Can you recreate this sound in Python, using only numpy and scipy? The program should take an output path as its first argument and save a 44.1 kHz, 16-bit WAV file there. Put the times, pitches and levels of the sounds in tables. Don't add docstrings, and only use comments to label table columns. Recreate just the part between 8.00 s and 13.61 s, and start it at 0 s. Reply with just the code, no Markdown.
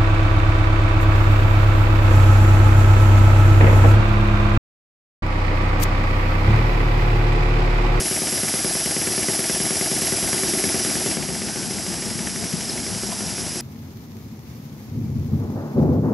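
import sys
import numpy as np
from scipy import signal
from scipy.fft import rfft, irfft, next_fast_len
from scipy.io import wavfile

SR = 44100
rng = np.random.default_rng(int(sys.argv[2]) if len(sys.argv) > 2 else 0)


def generate_wav(signal):
    frames = np.transpose(np.atleast_2d(signal))
    scaled = np.clip(frames, -1, 1) * 32767
    pcm = np.round(scaled).astype(np.int16)
    wavfile.write(sys.argv[1], SR, pcm)


N = 247401
TIME_S = np.arange(N) / SR
FREQ_HZ = np.fft.rfftfreq(N, 1 / SR) + 1e-3
RING_S = np.arange(SR // 5) / SR
SIDES = np.array([[1], [-1]])

# (time [s], speed [turns/s])
SPEED_CURVE = [(0.0, 9.335), (1.428, 9.42), (1.714, 9.596), (2.618, 9.697), (3.127, 9.241), (3.344, 7.659),
               (3.643, 6.569), (4.327, 5.847), (4.65, 5.989), (5.61, 5.611)]
FULL_SPEED_TURNS_PER_S = 9.5
FIRST_KNOCK_TURN, CRANK_END_TURN = .0407, .4717

# (frequency [Hz], level [dB])
RUMBLE_SPECTRUM = [(25, -22), (42, -4), (62, 1), (120, 3), (200, 0.5), (280, -4), (420, -5), (550, -8.5),
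                   (680, -4), (880, -7), (1050, -14.5), (2000, -20.5)]
# (time [s], level [dB])
HUM_CURVE = [(1.7, -49), (2.25, -42.5), (3.25, -34.5), (5.61, -36)]
DRONE_DB, DRONE_SPEED_POWER = -40, 0.87
SWELL_FROM_S, SWELL_TO_S, SWELL_RAMP_S, SWELL_DB = 2.32, 3.12, 0.25, 7

# (time [s], leak level before the gain in leak() [dB], top hiss relative to the rest [dB])
AIR_SUPPLY = [(0, -27, -2.5), (2.6, -26, -3.5), (3.13, -27, -5), (3.19, -31, -7), (5.61, -31, -7)]
# (frequency [Hz], level [dB])
LEAK_SPECTRUM = [(900, -11.5), (1400, -6.5), (1650, -5), (2300, -6.5), (3000, -7), (3900, -7.5), (4650, -5),
                 (5400, -5), (6200, -7), (7200, -3.5), (7900, -1.5), (9100, -6), (10000, 0), (11600, -7)]
# (centre [Hz], width [Hz], level [dB])
PORT_RESONANCES = [(5786, 710, 2.5), (6700, 270, -5), (10804, 1060, 9.5)]

# (time [s], frequency [Hz], t60 [s], level [dB])
BOX_BUMPS = [(4.152, 184, 0.016, -17.5), (4.199, 205, 0.036, -24), (4.533, 178, 0.035, -17.5),
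             (5.122, 1000, 0.011, -27.5), (5.125, 675, 0.018, -30.5), (5.208, 202, 0.078, -26),
             (5.565, 364, 0.049, -32)]
# (time [s], length [s], start [Hz], end [Hz], pitch wander [Hz], level [dB])
SLIDE_SQUEAKS = [(3.38, .36, 1540, 1540, 90, -41), (4.686, .019, 5500, 4700, 70, -22),
                 (4.694, .02, 5000, 3500, 90, -30)]

# (frequency [Hz], t60 [s], relative level [dB])
PASSAGE_MODES = [(655, .06, 0), (742, .045, -2), (875, .03, -6)]

# (frequency [Hz], t60 [s], relative level struck from head end [dB], from crank end [dB])
BED_MODES = [(88, 0.093, -25, -30), (141, 0.012, -18, -12.5), (234, 0.091, -19, -17.5),
             (311.4, 0.072, -7, -4), (379.2, 0.086, -0.06, -13.5), (502, 0.16, -9.5, -17.5),
             (1130, 0.015, -6.5, -30)]
# (frequency [Hz], t60 [s], relative level [dB])
ROD_MODES = [(1690, 0.012, -11), (1784, 0.017, -0.5), (2050, 0.01, 6), (2240, 0.016, -1),
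             (2590, 0.024, -10.5), (2950, 0.039, -7), (6550, .015, 2), (8300, .025, 0.5)]
# (lag [s], push on bed [dB], push on rod [dB])
HEAD_END_CONTACTS = [(.0003, 3, -2), (.0023, -37, -1), (.0133, -8.5, -12)]
CRANK_END_CONTACTS = [(.0003, 7.5, -3.5), (.004, -8.5, -1), (0.0266, 3.5, -9)]
# (thump at full speed [dB], thump speed power [1], clack at full speed [dB], clack speed power [1])
END_BLOWS = [(-25.5, 1.88, -30.5, 1.7), (-31.5, 2.3, -31, 1.3)]
THUMP_SCATTER_DB, CLACK_SCATTER_DB = 1, 0.6
# (time [s], extra clack [dB])
ROD_SLAPS = [(2.64, 3), (3.94, 2), (4.27, 4), (4.44, 2), (4.61, 4.5), (4.78, 3.5)]

# (frequency [Hz], left minus right [dB])
LEFT_LEAN = [(60, 6.5), (150, 7), (280, 5), (500, 1.8), (1000, .4), (3000, 0)]
TOP_HZ = 11450


def undb(db):
    return 10 ** (np.asarray(db) / 20)


def unit(x):
    return x / np.sqrt(np.mean(x ** 2))


def curve(table):
    times_s, *columns = np.transpose(table)
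    return [np.interp(TIME_S, times_s, column) for column in columns]


def colour(points):
    hz, db = np.transpose(points)
    return undb(np.interp(np.log(FREQ_HZ), np.log(hz), db))


def resonance(hz, width_hz):
    return 1 / (1 + 1j * (FREQ_HZ ** 2 - hz ** 2) / (FREQ_HZ * width_hz))


def shape(x, response):
    size = next_fast_len(N + SR // 4, True)
    gain = np.interp(np.fft.rfftfreq(size, 1 / SR), FREQ_HZ, response)
    return irfft(rfft(x, size) * gain, size)[..., :N]


def noise(response):
    return unit(shape(rng.standard_normal(N), response))


def apart(side_db):
    return undb(side_db) / (1 + (FREQ_HZ / 950) ** 8)


def wide(response, side_db):
    common = noise(response)
    side = shape(noise(response), apart(side_db))
    return common + side * SIDES


def walk(rate_hz):
    return 1.2 * np.interp(TIME_S * rate_hz, np.arange(4000), rng.standard_normal(4000))


def add(track, start_s, sound):
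    i = max(int(start_s * SR), 0)
    track[i:i + len(sound)] += sound[:max(N - i, 0)]


def decay(t60_s):
    return np.exp(-np.log(1000) * RING_S / t60_s)


def modes(hz, t60_s):
    return np.cos(2 * np.pi * np.outer(hz, RING_S)) * decay(np.asarray(t60_s)[:, None])


def swell(hz, t60_s, rise_s):
    size = decay(t60_s) * (1 - np.exp(-RING_S / rise_s)) ** 2
    return size / size.max() * np.sin(2 * np.pi * hz * RING_S)


def speed(times_s):
    return np.interp(times_s, *np.transpose(SPEED_CURVE)) / FULL_SPEED_TURNS_PER_S


def dead_centres():
    turns = np.cumsum(FULL_SPEED_TURNS_PER_S * speed(TIME_S)) / SR - FIRST_KNOCK_TURN
    marks = (np.arange(np.ceil(turns[-1]))[:, None] + [0, CRANK_END_TURN]).ravel()
    return np.interp(marks[marks < turns[-1]], turns, TIME_S)


def strokes():
    times_s = dead_centres()
    return np.interp(TIME_S, times_s, np.arange(len(times_s)))


def blows():
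    times_s = dead_centres()
    ends = np.arange(len(times_s)) % 2
    thump_db, thump_power, clack_db, clack_power = np.array(END_BLOWS)[ends].T
    speed_db = 20 * np.log10(speed(times_s))
    thump_chance, clack_chance = rng.standard_normal((len(times_s), 2)).T
    slap_db = np.zeros(len(times_s))
    for at_s, db in ROD_SLAPS:
        distance_s = abs(times_s - at_s)
        slap_db += db * (distance_s == distance_s.min())
    thump_db = thump_db + thump_power * speed_db + THUMP_SCATTER_DB * thump_chance
    clack_db = clack_db + clack_power * speed_db + CLACK_SCATTER_DB * clack_chance + slap_db
    return np.column_stack([times_s, thump_db, clack_db])


def room(x, wet_db=-13, side_db=-1, t60_s=0.34, gap_s=0.00615):
    tail = rng.standard_normal((2, len(RING_S))) * decay(t60_s) * (RING_S > gap_s)
    tail /= np.sqrt(np.sum(tail ** 2, axis=1, keepdims=True))
    mid, side = undb(wet_db) * signal.fftconvolve(x[None], tail, axes=1)[:, :N]
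    return x + mid + shape(side, apart(side_db)) * SIDES


def bearing(rumble_db=-35.0, side_db=-9, uneven_db=1, load_db=2):
    inside_s = np.minimum(TIME_S - SWELL_FROM_S, SWELL_TO_S - TIME_S)
    plate_db = DRONE_DB + SWELL_DB * np.clip(.5 + inside_s / SWELL_RAMP_S, 0, 1)
    rumble = wide(colour(RUMBLE_SPECTRUM), side_db) * undb(rumble_db + uneven_db * walk(40))
    plate = resonance(349.0, 66) ** 2 + undb(-5.5) * resonance(292.7, 41) ** 2
    drone = wide(plate, side_db) * undb(plate_db) * speed(TIME_S) ** DRONE_SPEED_POWER
    hum = wide(resonance(200, 110) ** 2, side_db) * undb(curve(HUM_CURVE)[0])
    swing_db = load_db * np.cos(2 * np.pi * (strokes() / 2 - .4))
    return (rumble + drone + hum) * undb(swing_db)


def leak(air_db=5.0, stroke_db=0.26, flutter_db=0.41,
         whistle_hz=5080, whistle_width_hz=480, whistle_db=-33, whistle_power=0.91):
    level_db, top_db = curve(AIR_SUPPLY)
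    ports = sum(abs(undb(db) * resonance(hz, width_hz) ** 2) ** 2 for hz, width_hz, db in PORT_RESONANCES)
    gaps = np.sqrt(colour(LEAK_SPECTRUM) ** 2 + ports)
    air = noise(gaps * FREQ_HZ / np.hypot(FREQ_HZ, 500))
    top = shape(air, 1 / (1 + (9300 / np.maximum(FREQ_HZ, 100)) ** 20))
    air = (air + top * (undb(top_db) - 1)) * undb(level_db + air_db)
    fade_db = whistle_power * (level_db - level_db.max())
    whistle = noise(resonance(whistle_hz, whistle_width_hz) ** 2) * undb(whistle_db + fade_db)
    swing_db = stroke_db * np.cos(2 * np.pi * (strokes() - .15))
    return (air + whistle) * undb(swing_db + flutter_db * walk(70))


def bumps(rise_s=0.014):
    out = np.zeros(N)
    for start_s, hz, t60_s, db in BOX_BUMPS:
        add(out, start_s, undb(db) * swell(hz, t60_s, rise_s))
    return out


def squeaks():
    out = np.zeros(N)
    for start_s, length_s, start_hz, end_hz, wander_hz, db in SLIDE_SQUEAKS:
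        n = int(length_s * SR)
        hz = np.linspace(start_hz, end_hz, n) + wander_hz * walk(400)[:n]
        tone = np.sin(2 * np.pi * np.cumsum(hz) / SR)
        add(out, start_s, undb(db) * np.hanning(n) * tone)
    return out


def exhaust(beats, puff_db=-2, fade_s=0.0047, open_s=0.0021, lags_s=(0.00778, 0.00653),
            pop_db=-30, end_pops_db=(-3, 0), pressure_power=2.1, rise_s=0.0037):
    passage = sum(undb(db) * swell(hz, t60_s, rise_s) for hz, t60_s, db in PASSAGE_MODES)
    pressure = speed(TIME_S) ** pressure_power
    puff = np.exp(-RING_S / fade_s) * (1 - np.exp(-RING_S / open_s))
    flow, pops = np.zeros(N), np.zeros(N)
    for k, (start_s, _, clack_db) in enumerate(beats):
        end = k % 2
        add(flow, start_s, undb(clack_db) * puff)
        size = undb(pop_db + end_pops_db[end] + rng.standard_normal())
        add(pops, start_s + lags_s[end], size * passage)
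    spit = undb(puff_db) * flow * noise(resonance(1970, 1500) * resonance(2700, 4000))
    return pressure * pops + spit


def knocks(beats, rod_db=-1, box_hz=180, box_t60_s=0.014, box_rise_s=0.023, box_ends_db=(5.0, 0),
           bed_scatter_db=1, rod_scatter_db=3.5, soft_hz=2200):
    bed_hz, bed_t60_s, *bed_ends_db = np.transpose(BED_MODES)
    rod_hz, rod_t60_s, rod_modes_db = np.transpose(ROD_MODES)
    bed_rings, rod_rings = modes(bed_hz, bed_t60_s), modes(rod_hz, rod_t60_s)
    box = swell(box_hz, box_t60_s, box_rise_s)
    bed, rod = np.zeros(N), np.zeros(N)
    for k, (start_s, thump_db, clack_db) in enumerate(beats):
        end = k % 2
        add(bed, start_s, -undb(thump_db + box_ends_db[end]) * box)
        for lag_s, push_db, click_db in (HEAD_END_CONTACTS, CRANK_END_CONTACTS)[end]:
            weights = undb(bed_ends_db[end] + bed_scatter_db * rng.standard_normal(len(BED_MODES)))
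            add(bed, start_s + lag_s, undb(thump_db + push_db) * weights @ bed_rings)
            weights = undb(rod_modes_db + rod_scatter_db * rng.standard_normal(len(ROD_MODES)))
            slop_s = rng.uniform(0, .0004)
            add(rod, start_s + lag_s + slop_s, undb(clack_db + click_db + rod_db) * weights @ rod_rings)
    return shape(bed, 1 / (1 + 1j * FREQ_HZ / soft_hz) ** 2) + rod


def scene():
    beats = blows()
    struck = knocks(beats) + exhaust(beats) + bumps() + squeaks()
    left, right = room(struck) + leak() + bearing()
    lean = colour(LEFT_LEAN)
    return np.array([shape(left, 2 * lean / (1 + lean)), shape(right, 2 / (1 + lean))])


def record(dry, low_hz=55):
    high_pass = signal.butter(3, low_hz, "high", fs=SR, output="sos")
    low_pass = signal.ellip(12, .2, 80, TOP_HZ, fs=SR, output="sos")
    return signal.sosfilt(low_pass, signal.sosfilt(high_pass, dry))


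dry = scene()
out = record(dry)
generate_wav(out)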